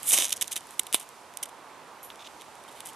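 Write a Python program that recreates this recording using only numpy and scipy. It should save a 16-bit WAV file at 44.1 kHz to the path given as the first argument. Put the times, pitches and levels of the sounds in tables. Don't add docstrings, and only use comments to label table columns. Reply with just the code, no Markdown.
import sys
import numpy as np
from scipy import signal
from scipy.fft import rfft, irfft, next_fast_len
from scipy.io import wavfile
from scipy.ndimage import uniform_filter1d

SR = 44100
rng = np.random.default_rng(int(sys.argv[2]) if len(sys.argv) > 2 else 0)


def boost(x):
    u = np.asarray(x, float) / 20
    return 10 ** u


def unload_wav(signal):
    wavfile.write(
        sys.argv[1],
        SR,
        np.round(np.clip(np.atleast_2d(signal).T, -1, 1) * 32767).astype(np.int16),
    )


N = 130095
T = np.arange(N) / SR


def unit(x):
    return x / np.sqrt(np.mean(x ** 2) + 1e-20)


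def along(points, hz):
    f, v = np.transpose(points)
    return np.interp(np.log(hz + 1), np.log(f + 1), v)


def filtered(x, response):
    m = next_fast_len(N + SR // 2)
    return irfft(rfft(x, m) * response(np.fft.rfftfreq(m, 1 / SR)), m)[..., :N]


def resonate(x, peaks):
    def response(f):
        total = 0
        for k, (centre_hz, width_hz, level_db) in enumerate(peaks):
            mode = 1j * f * width_hz / (centre_hz ** 2 - f * f + 1j * f * width_hz)
            total = total + (-1) ** k * boost(level_db) * mode
        return total / np.sqrt(np.mean(abs(total) ** 2))
    return filtered(x, response)


def pair(x, alike):
    def mid_side(hz):
        turn = np.arccos(np.clip(along(alike, hz), -1, 1)) / 2
        return np.array([np.cos(turn), np.sin(turn)])
    mid, side = filtered(x, mid_side)
    return np.array([mid + side, mid - side])


def dying(start_s, life_s):
    return (T >= start_s) * np.exp(-np.clip(T - start_s, 0, 1) / life_s)


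def burst(start_s, length_s, fade_s):
    rise_s = .0007
    rise = np.clip((T - start_s) / rise_s, 0, 1)
    return rise * np.exp(-np.clip(T - start_s - length_s, 0, 1) / fade_s)


# centre_hz [Hz], width_hz [Hz], level_db [dB]
BRIGHT_MODES = [(8390, 2800, 1), (10210, 1570, 6), (11050, 1120, 4), (14160, 3000, -1.5)]
EDGE_MODES = [(5030, 1800, -5), (6270, 1200, 9.5)]
BODY_MODES = [(2250, 670, -3), (3053, 400, 4), (3677, 466, 2.5)]
THUD_MODES = [(318, 180, -2), (550, 190, 4), (980, 700, 1.5), (1430, 170, -5)]
HANDLE_MODES = [(2510, 860, 2), (3600, 400, 10), (6300, 1600, -2.5)]
# frequency_hz [Hz], likeness [-1 to 1]
NEAR_LIKENESS = [(60, 0.91), (180, 0.9), (1650, 1), (5000, 0.87), (9000, .8), (13000, 0.23)]


def steel():
    grains = grit()
    rasp, body, thud = stroke(grains)
    sparks, spark_body = sputters(grains) + cracks(grains) + snap_tails()
    bright = rasp + sparks
    gains = [bright, bright * boost(edge_db(T)), body + spark_body, thud, rubs(grains)]
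    pushes = [gain * np.sign(rng.standard_normal((2, N))) for gain in gains]
    for push, blow in zip(pushes, snap_blows()):
        push += blow
    modes = [BRIGHT_MODES, EDGE_MODES, BODY_MODES, THUD_MODES, HANDLE_MODES]
    rung = sum(resonate(push, peaks) for push, peaks in zip(pushes, modes))
    near = pair(rung, NEAR_LIKENESS) + knocks()
    return filtered(near, lambda hz: 1j * hz / (150 + 1j * hz))


def grit():
    slips_per_s, slip_s, spread_db, smooth_db = 1000, 0.0012, 4.5, 1
    sizes = boost(spread_db * np.minimum(rng.exponential(size=N), 1.5))
    slips = (rng.random(N) < slips_per_s / SR) * sizes
    rough = signal.lfilter([1], [1, -np.exp(-1 / (slip_s * SR))], slips)
    return unit(unit(rough) + boost(smooth_db))


# start_s [s], level_db [dB], body_over_db [dB over level], thud_over_db [dB over level]
STROKE_COURSE = [(0.0, -73, -3, -18), (.03, -45.5, -6, -32), (.06, -37.5, -11.5, -37),
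                 (.075, -25, -13, -37), (0.1, -19.5, -22.5, -35), (0.117, -24.5, -10, -20),
                 (.138, -14, -8.5, -19), (0.155, -23.5, -8, -17.5), (.182, -25, -3.5, -14.5),
                 (0.255, -28.5, -5, -14), (.275, -43, -2, -14)]


def stroke(grains):
    start_s, level_db, body_db, thud_db = np.transpose(STROKE_COURSE)

    def curve(db):
        return boost(np.interp(T, start_s, db, right=-120))
    rasp = (grains + 1) / 2 * curve(level_db - 1)
    body = grains[::-1] * curve(level_db + body_db - 3)
    return rasp, body, grains * curve(level_db + thud_db)


# start_s [s], level_db [dB]
EDGE_COURSE = [(0, -8), (.07, -28), (.12, -10.5), (.2, -6), (.45, -8), (.8, -15.5), (1.0, -12.5), (2.4, -8),
               (2.8, -13)]


def edge_db(at_s):
    return np.interp(at_s, *np.transpose(EDGE_COURSE))


# start_s [s], length_s [s], level_db [dB], body_over_db [dB over level]
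SPUTTER_EVENTS = [(0.275, 0.037, -40.5, -8), (0.321, 0.0075, -30, -2.5), (0.336, 0.0027, -33, -8),
                  (0.362, 0.0086, -39.5, -10), (0.411, 0.01, -26, -7), (0.43, 0.029, -50, -7),
                  (0.477, 0.0041, -40, -8.5), (0.5133, 0.019, -34.5, -7.5), (0.557, 0.019, -32, -5),
                  (.70, 0.039, -52.5, -6), (0.9327, 0.0071, -29, -8), (0.962, 0.022, -48.5, -2),
                  (0.995, 0.0097, -41.5, -11), (1.01, 0.023, -47, -9), (1.427, 0.0085, -29, -11),
                  (1.455, 0.0043, -41.5, -9), (1.491, 0.0027, -45, -5), (2.031, 0.029, -54, -10),
                  (2.678, .015, -53.5, 0), (2.708, 0.021, -55.5, -5), (2.75, 0.059, -55, -2),
                  (2.853, 0.039, -44.5, -8.5)]


def sputters(grains):
    total = np.zeros((2, N))
    for start_s, length_s, level_db, over_db in SPUTTER_EVENTS:
        gain = boost(level_db - 1) * grains * burst(start_s, length_s, .0015 + .25 * length_s)
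        total += np.outer([1, boost(over_db)], gain)
    return total


# start_s [s], length_s [s], level_db [dB], body_over_db, sizzle_over_db [dB over level]
CRACK_EVENTS = [
    (0.7927, 0.0051, -30, -10, -8),
    (0.9443, 0.0015, -24, -4, 0.5),
]
SNAP_S = .0003


def cracks(grains):
    sizzle_s = .009
    total = np.zeros((2, N))
    for start_s, length_s, level_db, over_db, sizzle_db in CRACK_EVENTS:
        sizzle = boost(sizzle_db) * grains * dying(start_s, sizzle_s)
        gain = boost(level_db) * (burst(start_s, length_s, SNAP_S) + sizzle)
        total += np.outer([1, boost(over_db)], gain)
    return total


# start_s [s], peak_db [dB],
# body_over_db [dB over peak]
CATCH_EVENTS = [(0.0313, -19, -15), (0.0327, -36, -17), (0.0431, -31, -15), (0.0491, -41, -12),
                (0.0535, -34, -15), (0.058, -24, -10), (0.0601, -31, -8), (0.0905, -10.5, -28),
                (0.1084, -13.5, -2.5), (0.1198, -9, -21), (0.1322, -15, -15), (0.1337, -8, -18),
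                (0.1445, -15, -2), (0.174, -18, -5), (0.1776, -10, -6), (0.1865, -9, -20),
                (0.2012, -17, -20), (0.2028, -20, -13.5), (0.2226, -16, 2), (0.2369, -23, -7),
                (0.2444, -17, -2), (0.2533, -14.5, -17), (0.2683, -28, -5), (0.2754, -33, 0),
                (0.2829, -23, -18), (0.2943, -23, -6), (0.3048, -24, -3), (0.3067, -21, -10),
                (0.3128, -36, -7)]
SPARK_SNAPS = [(0.3246, -24, -15), (0.3254, -17, 0), (0.3279, -10.5, -7.5), (0.3368, -26, -5),
               (0.3392, -37, -9), (0.3622, -30, -20), (0.3653, -39, -11), (0.3685, -27, -21),
               (0.37, -34, -7), (0.377, -29, -9), (0.4133, -29, -18), (0.4154, -23.5, 1),
               (0.4249, -10.5, -9.5), (0.429, -24, -11), (0.4343, -32, -6), (0.443, -30, -4),
               (0.4748, -29, -16), (0.479, -22, -13.5), (0.4805, -39, -3), (0.5112, -30, -11),
               (0.5174, -26, -16), (0.5195, -19.5, -10.5), (0.527, -18, -17), (0.5295, -17.5, -12),
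               (0.5595, -36, -13), (0.5642, -17.5, -5), (0.5655, -17, -11), (0.5766, -21, -9),
               (0.6078, -31.5, -12), (0.6702, -33, -18), (0.6912, -41, -3), (0.708, -28.5, -19),
               (0.7814, -39, -12), (0.794, -17.5, -2), (0.7951, -8, -11), (0.7965, -16, -8),
               (0.7982, -15, -18), (0.8153, -44, 3), (0.8336, -28.5, -20), (0.8679, -25.5, -4.5),
               (0.871, -29, -4),
               (0.9275, -11, -10), (0.9356, -23, -20), (0.938, -23, -11), (0.944, -9.5, -2),
               (0.9448, -6.5, -15), (0.9447, -9, -9), (0.9454, -18.5, -6), (0.947, -20, 2.5),
               (0.949, -23, -14), (0.9536, -18, -6), (0.9585, -23, -10), (0.961, -29, 0),
               (0.9992, -31, -13), (1.001, -36, -17), (1.0116, -33, -3), (1.0904, -32, -16),
               (1.3385, -35.5, -7), (1.3721, -19.5, -13.5), (1.375, -34, -13), (1.3874, -39, -7),
               (1.4303, -22, -12), (1.4337, -21.5, -12), (1.4433, -31.5, -6), (1.4569, -39, -5),
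               (1.4886, -39, -16), (1.4927, -39, -11), (2.0315, -40, -19), (2.1026, -47, 16.5),
               (2.1579, -35.5, -8), (2.2719, -43.5, 12), (2.412, -35, -3), (2.4193, -34, -1),
               (2.5544, -37, -12), (2.639, -38, -7), (2.7716, -45, 0), (2.8051, -23.5, -6), (2.808, -44, 3),
               (2.859, -25, -11), (2.86, -36.5, -10), (2.8657, -36, -13), (2.8717, -24, -25),
               (2.876, -37, -23), (2.8784, -45, -17), (2.8884, -36, -8), (2.897, -37, -2),
               (2.9333, -34, -13)]
ALL_SNAPS = CATCH_EVENTS + SPARK_SNAPS


def snap_blows():
    blow_db, edge_over_db, side_share = 9.5, 5, 0.74
    blows = np.zeros((3, 2, N))
    for start_s, peak_db, over_db in ALL_SNAPS:
        sign, side = rng.standard_normal(2)
        mode_db = np.array([0, edge_db(start_s) + edge_over_db, over_db])
        sizes = boost(peak_db + blow_db + mode_db)
        blows[..., round(start_s * SR)] = np.sign(sign) * np.outer(sizes, [1, side_share * side])
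    return blows


def snap_tails():
    spit_db, tail_s, tail_db = -12, .003, -22
    total = np.zeros((2, N))
    for start_s, peak_db, over_db in ALL_SNAPS:
        fall = dying(start_s, SNAP_S) + boost(tail_db) * dying(start_s, tail_s)
        total += np.outer([1, boost(over_db)], boost(peak_db + spit_db) * fall)
    return total


# start_s [s], length_s [s], level_db [dB]
RUB_EVENTS = [
    (2.099, 0.024, -53.5),
    (2.192, 0.036, -51),
    (2.242, 0.034, -48.5),
    (2.396, 0.035, -55),
    (2.679, 0.016, -59),
    (2.77, 0.015, -58.5),
]


def rubs(grains):
    fade_s = .0015
    return grains * sum(boost(db) * burst(start_s, length_s, fade_s) for start_s, length_s, db in RUB_EVENTS)


# start_s [s], level_db [dB]
KNOCK_EVENTS = [
    (0.134, -27),
    (.187, -20),
    (0.323, -31),
    (.42, -28),
    (0.565, -28),
    (0.796, -26.5),
    (0.944, -12),
]
# centre_hz [Hz], width_hz [Hz], level_db [dB]
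PALM_MODES = [(323, 195, -2.5), (720, 135, 1), (1000, 126, 2.5), (1460, 190, -1.5)]


def knocks():
    knock_s = .0003
    return resonate(sum(boost(db - 9.0) * dying(start_s, knock_s) for start_s, db in KNOCK_EVENTS), PALM_MODES)


# start_s [s], level_db [dB]
JINGLE_EVENTS = [
    (2.030, -39.5),
    (2.047, -38.5),
]
# pitch_hz [Hz], level_db [dB], t60_s [s]
RING_MODES = [(7110, -14, .08), (8870, -7, .07), (10340, -12, .3), (11680, -2, .25), (11790, -5, .2),
              (11980, -10, .12), (12340, -8, .07)]


def jingle():
    total = np.zeros(N)
    for start_s, touch_db in JINGLE_EVENTS:
        for pitch_hz, mode_db, t60_s in RING_MODES:
            level = boost(touch_db + mode_db - 3.5 + rng.normal(0, 2.6))
            waver = 1 + 0.58 * unit(uniform_filter1d(rng.standard_normal(N), size=120))
            tone = np.sin(2 * np.pi * pitch_hz * (T - start_s))
            total += level * waver * dying(start_s, t60_s / np.log(1000)) * tone
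    return total


# frequency_hz [Hz], likeness [-1 to 1]
FAR_LIKENESS = [(60, 0.56), (150, 0.51), (380, 0.96), (950, 0.93), (2380, 0.85), (5980, 0.62),
                (15000, -0.19)]


def air(spectrum, level):
    patchy_db, over_db = 0.5, 1
    z = signal.stft(rng.standard_normal((2, N)), nperseg=512)[2]
    field = uniform_filter1d(rng.standard_normal(z.shape[1:]), size=6, axis=0)
    field = uniform_filter1d(field, size=10, axis=1)
    noise = signal.istft(z * boost(patchy_db * unit(field)), nperseg=512)[1][:, :N]
    coloured = filtered(noise, lambda hz: boost(along(spectrum, hz)))
    swell = boost(over_db + np.interp(T, *np.transpose(level)))
    return unit(pair(coloured, FAR_LIKENESS)) * swell


# frequency_hz [Hz], density_db [dB per Hz]
HISS_SPECTRUM = [(500, 2), (2500, -0.5), (5000, -2), (9000, -1.5), (12000, -5.5), (14000, -2)]
# start_s [s], level_db [dB]
HISS_COURSE = [(0, -46), (.25, -46.5), (.4, -50), (.73, -52), (1.15, -54.5), (1.5, -57), (2.06, -57),
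               (2.28, -54), (2.33, -53.5), (2.65, -55), (2.95, -52.5)]


def hiss():
    return air(HISS_SPECTRUM, HISS_COURSE)


# frequency_hz [Hz], density_db [dB per Hz]
HUM_SPECTRUM = [(20, -24), (60, -20), (300, -11), (650, -7), (950, -2.5), (1600, -13), (3200, -21),
                (8000, -36.5)]
# start_s [s], level_db [dB]
HUM_COURSE = [(0.6, -53), (1.25, -52), (1.73, -49), (2.37, -51), (2.95, -49.5)]


def traffic():
    return air(HUM_SPECTRUM, HUM_COURSE)


def scene():
    return steel() + jingle() + hiss() + traffic()


def trim(x):
    quiet_hz, hz_per_db, band_hz, first_hz = 12750, 42, 690, 100
    sudden_db, sudden_hz = 9, 15900
    hz, _, z = signal.stft(x, SR, nperseg=512)
    treble = z[:, (hz > 9000) & (hz < 12500)]
    power = (abs(treble) ** 2).sum(axis=(0, 1))
    treble_db = 10 * np.log10(uniform_filter1d(power, size=2) + 1e-14)
    top_hz = quiet_hz + hz_per_db * (treble_db - np.quantile(treble_db, .1))
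    top_hz = np.where(np.gradient(treble_db) > sudden_db / 2, sudden_hz, top_hz)
    top_hz = first_hz + band_hz * np.round((top_hz - first_hz) / band_hz)
    return signal.istft(z * (hz[:, None] < top_hz), SR, nperseg=512)[1][:, :N]


def top_cut(x):
    return signal.sosfilt(signal.butter(12, 15600, fs=SR, output="sos"), x)


# frequency_hz [Hz], level_db [dB]
MICROPHONE_LEAN = [(60, -2.5), (200, -5.5), (700, -4.5), (2400, -3), (8000, -2.5), (11000, -1.5),
                   (14000, -16.5)]
# frequency_hz [Hz], lead [radians]
MICROPHONE_LEAD = [(3500, 0.01), (5000, -.15), (8500, -.3), (10500, -1.1), (13000, -.5)]


def record(dry):
    low_cut_hz, top_hz, top_db_per_khz = 50, 12200, -11

    def microphones(hz):
        half = boost(along(MICROPHONE_LEAN, hz) / 2) * np.exp(.5j * along(MICROPHONE_LEAD, hz))
        top = boost(top_db_per_khz * np.clip(hz - top_hz, 0, None) / 1000)
        low = (hz / np.hypot(hz, low_cut_hz)) ** 2
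        return top * low * np.array([half, 1 / half])
    mix = trim(filtered(dry, microphones))
    return top_cut(mix)


dry = scene()
out = record(dry)
unload_wav(out)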